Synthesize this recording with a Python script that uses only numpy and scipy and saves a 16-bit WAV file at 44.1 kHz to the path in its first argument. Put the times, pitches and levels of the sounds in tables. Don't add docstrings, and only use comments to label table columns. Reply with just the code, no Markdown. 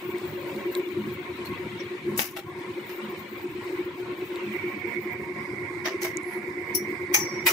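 import sys
import numpy as np
from scipy import signal
from scipy.fft import rfft, irfft, next_fast_len
from scipy.io import wavfile
from scipy.ndimage import uniform_filter1d, map_coordinates

SR = 44100
rng = np.random.default_rng(int(sys.argv[2]) if len(sys.argv) > 2 else 0)


def to_wav(s):
    ch = np.atleast_2d(s).T
    pcm = np.round(np.clip(ch, -1, 1) * 32767)
    wavfile.write(sys.argv[1], SR, pcm.astype(np.int16))


N = 331847


def amp(db):
    return 10 ** (np.asarray(db) / 20)


def unit(x):
    return x / np.sqrt(np.mean(x ** 2) + 1e-20)


def along(points, hz):
    f, v = np.transpose(points)
    return np.interp(np.log(hz + 1), np.log(f + 1), v)


def curves(rows):
    s, *cols = np.transpose(rows)
    return [np.interp(np.arange(N) / SR, s, c) for c in cols]


def wobble(rate_hz, size=N):
    knots = rng.standard_normal(4096)
    return map_coordinates(knots, [np.arange(size) * rate_hz / SR], mode="wrap")


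def filtered(x, response):
    n = x.shape[-1]
    m = next_fast_len(n + 8192)
    spectrum = rfft(x, m) * response(np.fft.rfftfreq(m, 1 / SR))
    return irfft(spectrum, m)[..., :n]


def colour(points):
    return lambda hz: amp(along(points, hz))


def resonances(modes):
    def response(f):
        return sum(amp(db) * np.abs(f * w / (c * c - f * f + 1j * f * w)) ** 1.46 for c, w, db in modes)
    return response


# freq_hz, correlation
ALIKE = [(30, 0.99), (90, 0.92), (360, 0.96), (600, 0.49), (1000, 0.6), (2000, 0), (15000, 0.44)]


def rush(response, size=N):
    def mid_side(hz):
        turn = np.arccos(np.clip(along(ALIKE, hz), -1, 1)) / 2
        return response(hz) * np.array([np.cos(turn), np.sin(turn)])
    mid, side = filtered(rng.standard_normal((2, size)), mid_side)
    return unit(np.array([mid + side, mid - side]))


def patches(x, depth_db):
    z = signal.stft(x, nperseg=1024)[2]
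    field = uniform_filter1d(rng.standard_normal(z.shape[1:]), size=3, axis=0)
    field = uniform_filter1d(field, size=5, axis=1)
    return signal.istft(z * amp(depth_db * unit(field)), nperseg=1024)[1][:, :N]


def add(track, s, sound):
    part = track[:, max(round(s * SR), 0):][:, :sound.shape[-1]]
    part += sound[..., :part.shape[-1]]


# time_s, steam_db (only its swing about the mean is used), sizzle_db (before SIZZLE_DB)
SIMMER = [(0.0, -54.5, -57), (0.48, -54.5, -58.5), (0.65, -54.5, -57.5), (1.8, -54, -68), (2.24, -56, -69),
          (2.43, -59.5, -70), (2.68, -56.5, -68), (3.01, -55, -61.5), (3.94, -56, -63.5),
          (4.44, -54.5, -61.5), (4.86, -57.5, -66), (5.13, -59.5, -65), (5.61, -65, -77), (5.95, -59, -73),
          (6.47, -63.5, -67), (7.52, -60, -68)]
# freq_hz, level_db
HISS = [(500, -12), (1300, 0), (2300, 12.5), (3100, -2), (4100, -1), (5000, -16), (7000, -16), (10000, -34),
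        (15000, -32)]
# freq_hz, level_db
SIZZLE = [(4000, -26), (7000, -11.5), (11000, -18), (13000, -10), (14600, -1), (15400, 4), (16000, -17)]
HISS_DB, HISS_SWING = -51.5, 1.61
BUBBLES_DB, SIZZLE_DB = -5, 0.5


def simmer():
    steam_db, sizzle_db = curves(SIMMER)
    hiss_db = HISS_DB + HISS_SWING * (steam_db - steam_db.mean())
    steam = patches(rush(colour(HISS)), depth_db=2.3)
    hiss = amp(hiss_db + 0.85 * wobble(40)) * steam * amp([[1], [-1.5]])
    blips = amp(hiss_db + BUBBLES_DB) * bubbles(rate_hz=220, pitch_hz=1756, cycles=13.7)
    clumps = amp(4.0 * wobble(40) + 2.6 * wobble(400))
    sizzle = unit(clumps * patches(rush(colour(SIZZLE)), depth_db=3.5))
    return hiss + blips + amp(sizzle_db + SIZZLE_DB) * sizzle * amp([[1], [-2]])


def bubbles(rate_hz, pitch_hz, cycles):
    out, t = np.zeros((2, N)), np.arange(2048) / SR
    draws = rng.random((int(rate_hz * N / SR), 5))
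    for when, pitch, size, left, right in draws:
        hz = pitch_hz * 2 ** (2 * (pitch - 0.5))
        age = hz * t / cycles
        turns = hz * t * (1 + 0.003 * age) + np.array([[left], [right]])
        blip = np.sin(2 * np.pi * turns)
        level = amp(-2.5 * np.log(size + 0.015))
        add(out, when * N / SR, level * age * np.exp(-age) * blip)
    return unit(out)


# start_s, peak_db (before a 0.5 dB lift), pitch_hz
SPITS = [(0.1834, -37, 3730), (0.4444, -40, 3510), (0.5631, -35, 4080), (0.7514, -19.5, 3950),
         (0.797, -36, 3950), (0.8889, -39, 3850), (2.164, -34, 5400), (4.3585, -32.5, 3830),
         (6.1709, -18, 6900), (6.233, -34, 8500)]


def spits():
    out, t = np.zeros((2, N)), np.arange(2048) / SR
    for start_s, peak_db, pitch_hz in SPITS:
        spray = rush(resonances([(pitch_hz, 0.2 * pitch_hz, 0), (8200, 1500, -4)]), size=len(t))
        snap = amp(-60 * t / 0.0043) * (np.sin(2 * np.pi * pitch_hz * t) + amp(-2) * spray)
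        echo = amp(-39 - 60 * t / 0.08) * spray
        onset = 1 - np.exp(-t / 0.00022)
        add(out, start_s, amp(peak_db + 0.5) * onset * (snap + echo))
    return out


# contact_s, peak_db, body_db, clack_db, clink_db, shimmer_db, rise_s, t60_s, thud_hz
CLATTER = [(1.453, -20, -56, -48, -51, -46.5, .003, 0.15, 800),
           (1.8, -37, -49, -41, -48, -61, .003, 0.15, 795),
           (2.177, -26, -42, -41, -31.5, -24, .003, 0.27, 780),
           (2.1904, 2.5, -31.5, -35, -29.5, -40, 0.0019, .27, 782),
           (2.365, -22, -34.5, -39.5, -42.5, -43.5, 0.0022, 0.18, 797),
           (2.889, -43, -48, -49, -53, -54, .006, 0.31, 800),
           (5.853, -22, -26, -31.5, -27, -42.5, .009, 0.19, 655),
           (6.018, -30, -38, -39, -30.5, -34, 0.01, .2, 805),
           (6.044, -23, -33, -39.5, -40, -42, 0.0059, 0.19, 655),
           (6.749, -30, -49, -41, -26, -35, 0.014, 0.1, 810),
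           (7.140, -15, -25.5, -31, -24, -21.5, 0.0044, 0.19, 840),
           (7.464, -8, -21.5, -18.5, -25, -18.5, 0.0061, 0.18, 916),
           (7.486, -15, -28.5, -60, -22.5, -35, .004, 0.18, 902)]
# freq_hz, width_hz, level_db
KNOCK = [(650, 22, -2), (890, 22, 1), (1337, 24, 3), (1840, 39, 3), (2210, 110, -6.5)]
# freq_hz, level_db
CRACK = [(30, -12), (150, -2), (700, 7), (2500, -1), (5500, -6), (8500, -19), (15000, -14)]
LEAD_IN_S = 0.012
THUD_T60_S, THUD_RISE_S = 0.16, 0.0064


def clatter():
    out, t = np.zeros((2, N)), np.arange(SR // 2) / SR
    for contact_s, peak_db, body, clack, clink, shimmer, rise_s, t60_s, thud_hz in CLATTER:
        tone = [(90, body - 20), (650, body - 3), (1400, body - 3), (2200, clack + 2), (3600, clack - 6),
                (5800, clink - 4), (8300, shimmer - 13), (10500, shimmer - 9), (15000, shimmer - 8)]
        ripple = np.minimum(rng.standard_normal(256), 1.3)
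        ripple_hz = np.linspace(0, SR / 2, len(ripple))

        def modes(hz):
            comb_db = 5.8 * np.interp(hz, ripple_hz, ripple)
            return amp(along(tone, hz) + comb_db) * (1 + resonances(KNOCK)(hz))

        level = np.sqrt(np.sum(amp([body, clack, clink, shimmer]) ** 2))
        after = np.maximum(t - LEAD_IN_S, 0)
        swell = 1 - np.exp(-after / rise_s) + amp(-19.5) * np.minimum(t / LEAD_IN_S, 1)
        rattle = unit(amp(2.5 * wobble(264, size=len(t))))
        burst = rattle * swell * amp(-60 * after / t60_s) * rush(modes, size=len(t))
        add(out, contact_s - 0.002 - LEAD_IN_S, level * burst)
        thud = np.sin(2 * np.pi * thud_hz * t) * (1 - np.exp(-t / THUD_RISE_S))
        add(out, contact_s, amp(body - 60 * t / THUD_T60_S) * thud)
        snap = amp(peak_db - 10.5 - 60 * t / 0.011) * (1 - np.exp(-t / 0.00068))
        add(out, contact_s + 0.002, snap * rush(colour(CRACK), size=len(t)))
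    return out


def ring(modes, start_s, gain_db, blur, blur_width_hz):
    out, t = np.zeros((2, N)), np.arange(SR) / SR
    for hz, level_db, t60_s in modes:
        steady = np.sin(2 * np.pi * (hz * t + rng.random((2, 1))))
        wavering = unit(steady + 0.9 * rush(resonances([(hz, 50, 0)]), size=len(t)))
        reflections = rush(resonances([(hz, blur_width_hz, 0)]), size=len(t))
        echoes = blur * amp(-60 * t / 0.33) * reflections
        envelope = amp(gain_db + level_db - 60 * t / t60_s) * (1 - np.exp(-t / 0.0016))
        add(out, start_s, envelope * (wavering + echoes))
    return out


# freq_hz, relative_db, t60_s
SPOON = [(5080, -13, .12), (5520, -7, .17), (5690, -3, .2), (5760, -7, .17), (8300, -12, .14),
         (10275, -2, .15), (11900, -6, .11), (12200, -6, .11), (14580, -1, .14), (15330, -5, .12)]


def spoon():
    return ring(SPOON, start_s=6.748, gain_db=-29.0, blur=1.5, blur_width_hz=220)


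# freq_hz, relative_db, t60_s
BOWL = [(808, -14, .3), (2310, -1, .12), (4334, -24, .17), (4867, -25, .85), (5658, -11, .85),
        (5712, -20, .6), (6245, -1, .24), (6794, -12, .19), (7138, -17, .24), (10440, -12, .15),
        (14740, -16, .19)]


def bowl():
    return ring(BOWL, start_s=7.141, gain_db=-21.0, blur=0.97, blur_width_hz=180)


# time_s, level_db (before RUMBLE_DB or DRONE_DB)
FLAME = [(0.0, -53), (1.44, -52), (2.36, -52.5), (3.16, -55), (3.31, -52), (3.9, -54.5), (5.57, -51),
         (5.82, -54), (7.52, -52)]
# centre_s, gain_db
SWELLS = [(1.05, 10), (1.72, 6.5), (2.17, 9), (3.08, 9.5), (4.52, 5.5), (6.32, 10)]
# freq_hz, level_db
RUMBLE = [(20, -35), (50, -35), (65, -19), (90, 0.5), (108, -0.5), (120, 5), (130, -4.5), (143, 0.5),
          (162, 4.5), (180, -11.5), (260, -1), (420, -9), (600, -41)]
# freq_hz, width_hz, level_db
BURNER = [(210.3, 16.4, 0)]
# freq_hz, width_hz, level_db
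WOK = [(462.5, 27, 0.5), (542.6, 71, -1), (722.3, 11.2, 4.5), (937, 62, 0.5), (1040, 63, -1.5),
       (1085.3, 18.5, 5.5), (1407, 57, -7.5), (1630, 33, -11), (2004, 300, -3), (2253, 148, -3.5)]
# freq_hz, level_db
ROAR = [(200, -22.5), (430, 5.5), (650, -5), (1000, 2), (1300, -4), (2300, -1.5), (2800, -28), (3600, -14),
        (5000, -15.5), (6500, -21.5), (8500, -19.5), (11000, -29.5), (15500, -33)]
RUMBLE_DB, DRONE_DB = 7.5, 4.5
SWELL_S = 0.065


def flame():
    level_db, = curves(FLAME)
    t = np.arange(N) / SR
    swell_db = sum(db * np.exp(-((t - s) / SWELL_S) ** 2) for s, db in SWELLS)
    flutter = amp(2.2 * wobble(24) + 1.4 * wobble(7))
    rumble = amp(level_db + RUMBLE_DB) * unit(rush(colour(RUMBLE)) * flutter)
    burner = unit(rush(resonances(BURNER)) * amp(1.7 * wobble(20)))
    drone = amp(level_db + DRONE_DB + swell_db) * burner
    wok = amp(-43.5 + 1.73 * wobble(18)) * rush(resonances(WOK))
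    roar = amp(-47 + 1.3 * wobble(12)) * rush(colour(ROAR))
    return rumble + drone + patches(wok, depth_db=1.77) + patches(roar, depth_db=1.5)


# time_s, level_db
HUM = [(0, -37.5), (.8, -35), (1.75, -39.5), (2.1, -36.5), (3.2, -39), (3.8, -36.5), (5.5, -38.5), (6, -37),
       (7, -38), (7.5, -35)]
# time_s, beat_hz
BEAT = [(0, 9.62), (2.4, 9.3), (3.2, 9.15), (5.2, 9.25), (7.5, 9.4)]
# freq_hz, width_hz, level_db
FAN_CASE = [(303.3, 21, -6.5), (340.8, 11.5, -2.5), (359.5, 30, -4), (380.3, 23, -5)]
HUM_HZ, FIRST_THROB_S = 362.4, 0.048
SECOND_TONE_DB, CASING_DB = -3, -1


def fan():
    t = np.arange(N) / SR - FIRST_THROB_S
    (hum_db,), (beat_hz,) = curves(HUM), curves(BEAT)
    beats = np.cumsum(beat_hz) / SR - beat_hz[0] * FIRST_THROB_S
    first = np.sin(2 * np.pi * HUM_HZ * t)
    second = amp(SECOND_TONE_DB) * np.sin(2 * np.pi * (HUM_HZ * t - beats))
    casing = unit(rush(resonances(FAN_CASE)) * amp(1.63 * wobble(25)))
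    return amp(hum_db) * (np.sqrt(2) * (first + second) + amp(CASING_DB) * casing)


# middle_s, length_s, freq_hz, width_hz, level_db
FAINT_TONES = [(.5, 1.1, 548, 42, -45.5), (1.466, 0.046, 4250, 150, -45), (1.806, 0.043, 5600, 98, -48),
               (2.93, .16, 13500, 400, -57), (4.86, .4, 460, 4.4, -44.5), (5.448, .45, 4900, 220, -66),
               (6.31, 0.28, 10600, 520, -55.5), (6.32, .16, 11900, 450, -60)]


def faint_tones():
    out = np.zeros((2, N))
    for middle_s, length_s, hz, width_hz, level_db in FAINT_TONES:
        size = int(length_s * SR)
        tone = rush(resonances([(hz, width_hz, 0)]), size=2 * SR)[:, :size]
        add(out, middle_s - length_s / 2, amp(level_db) * signal.windows.hann(size) * tone)
    return out


DIP_START_S, DIP_DB, DIP_FALL_S, DIP_RECOVER_S = 2.185, -4.5, 0.09, 0.44


def dip():
    since_s = np.arange(N) / SR - DIP_START_S
    return amp(np.interp(since_s, np.cumsum([0, DIP_FALL_S, DIP_RECOVER_S]), [0, DIP_DB, 0]))


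def scene():
    utensils = (clatter() + spoon() + bowl()) * amp([[1], [-1.5]])
    return simmer() + spits() + utensils + dip() * (flame() + fan()) + faint_tones()


# time_s, covered_share, hollow_hz
HAND = [(0, 0, 3060), (4.3, 0.12, 3040), (4.44, 0.44, 2720), (4.55, 0.7, 2240), (4.72, 0.5, 2280),
        (4.91, 1, 2170), (5.15, 0.56, 2150), (6.4, 0.59, 2095), (7.52, .72, 2140)]
# freq_hz, level_db
CUPPED = [(300, 0.5), (1200, -0.5), (2600, 3), (3700, -0.5), (5200, -2.5), (7000, 0.5), (9000, -1.5),
          (12800, -2.5), (15000, -3)]


def cupped(right):
    hz, t, z = signal.stft(right, SR, nperseg=512)
    time_s, share, pitch_hz = np.transpose(HAND)
    cover = np.interp(t, time_s, share)
    hollow_hz = np.interp(t, time_s, pitch_hz)
    f = hz[:, None]
    hollow = resonances([(hollow_hz, 240, 15.5), (2.35 * hollow_hz, 700, -3)])(f)
    gain = amp(cover * along(CUPPED, f)) + cover * hollow
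    return signal.istft(z * gain, SR, nperseg=512)[1][:N]


def suppress(x, depth_db, knee):
    z = signal.stft(x, nperseg=1024)[2]
    power = uniform_filter1d(np.abs(z) ** 2, size=2, axis=1).clip(1e-20)
    usual = np.median(power, axis=2, keepdims=True)
    gain = amp(-depth_db / (1 + (power / (knee * usual)) ** 2))
    return signal.istft(z * gain * amp(1.0), nperseg=1024)[1][:, :N]


# freq_hz, level_db
LEFT_PORT = [(100, -1), (300, 1.5), (900, -1), (2000, 0.5), (3200, 5), (5000, 0.5), (9000, 1.5), (14500, 6)]
TOP_HZ = 15650


def record(dry):
    ports = np.array([filtered(dry[0], colour(LEFT_PORT)), cupped(dry[1])])
    quieted = suppress(ports, depth_db=8.5, knee=1.16)
    return filtered(quieted, lambda hz: np.clip((TOP_HZ - hz) / 200 + 0.5, 0, 1))


dry = scene()
out = record(dry)
to_wav(out)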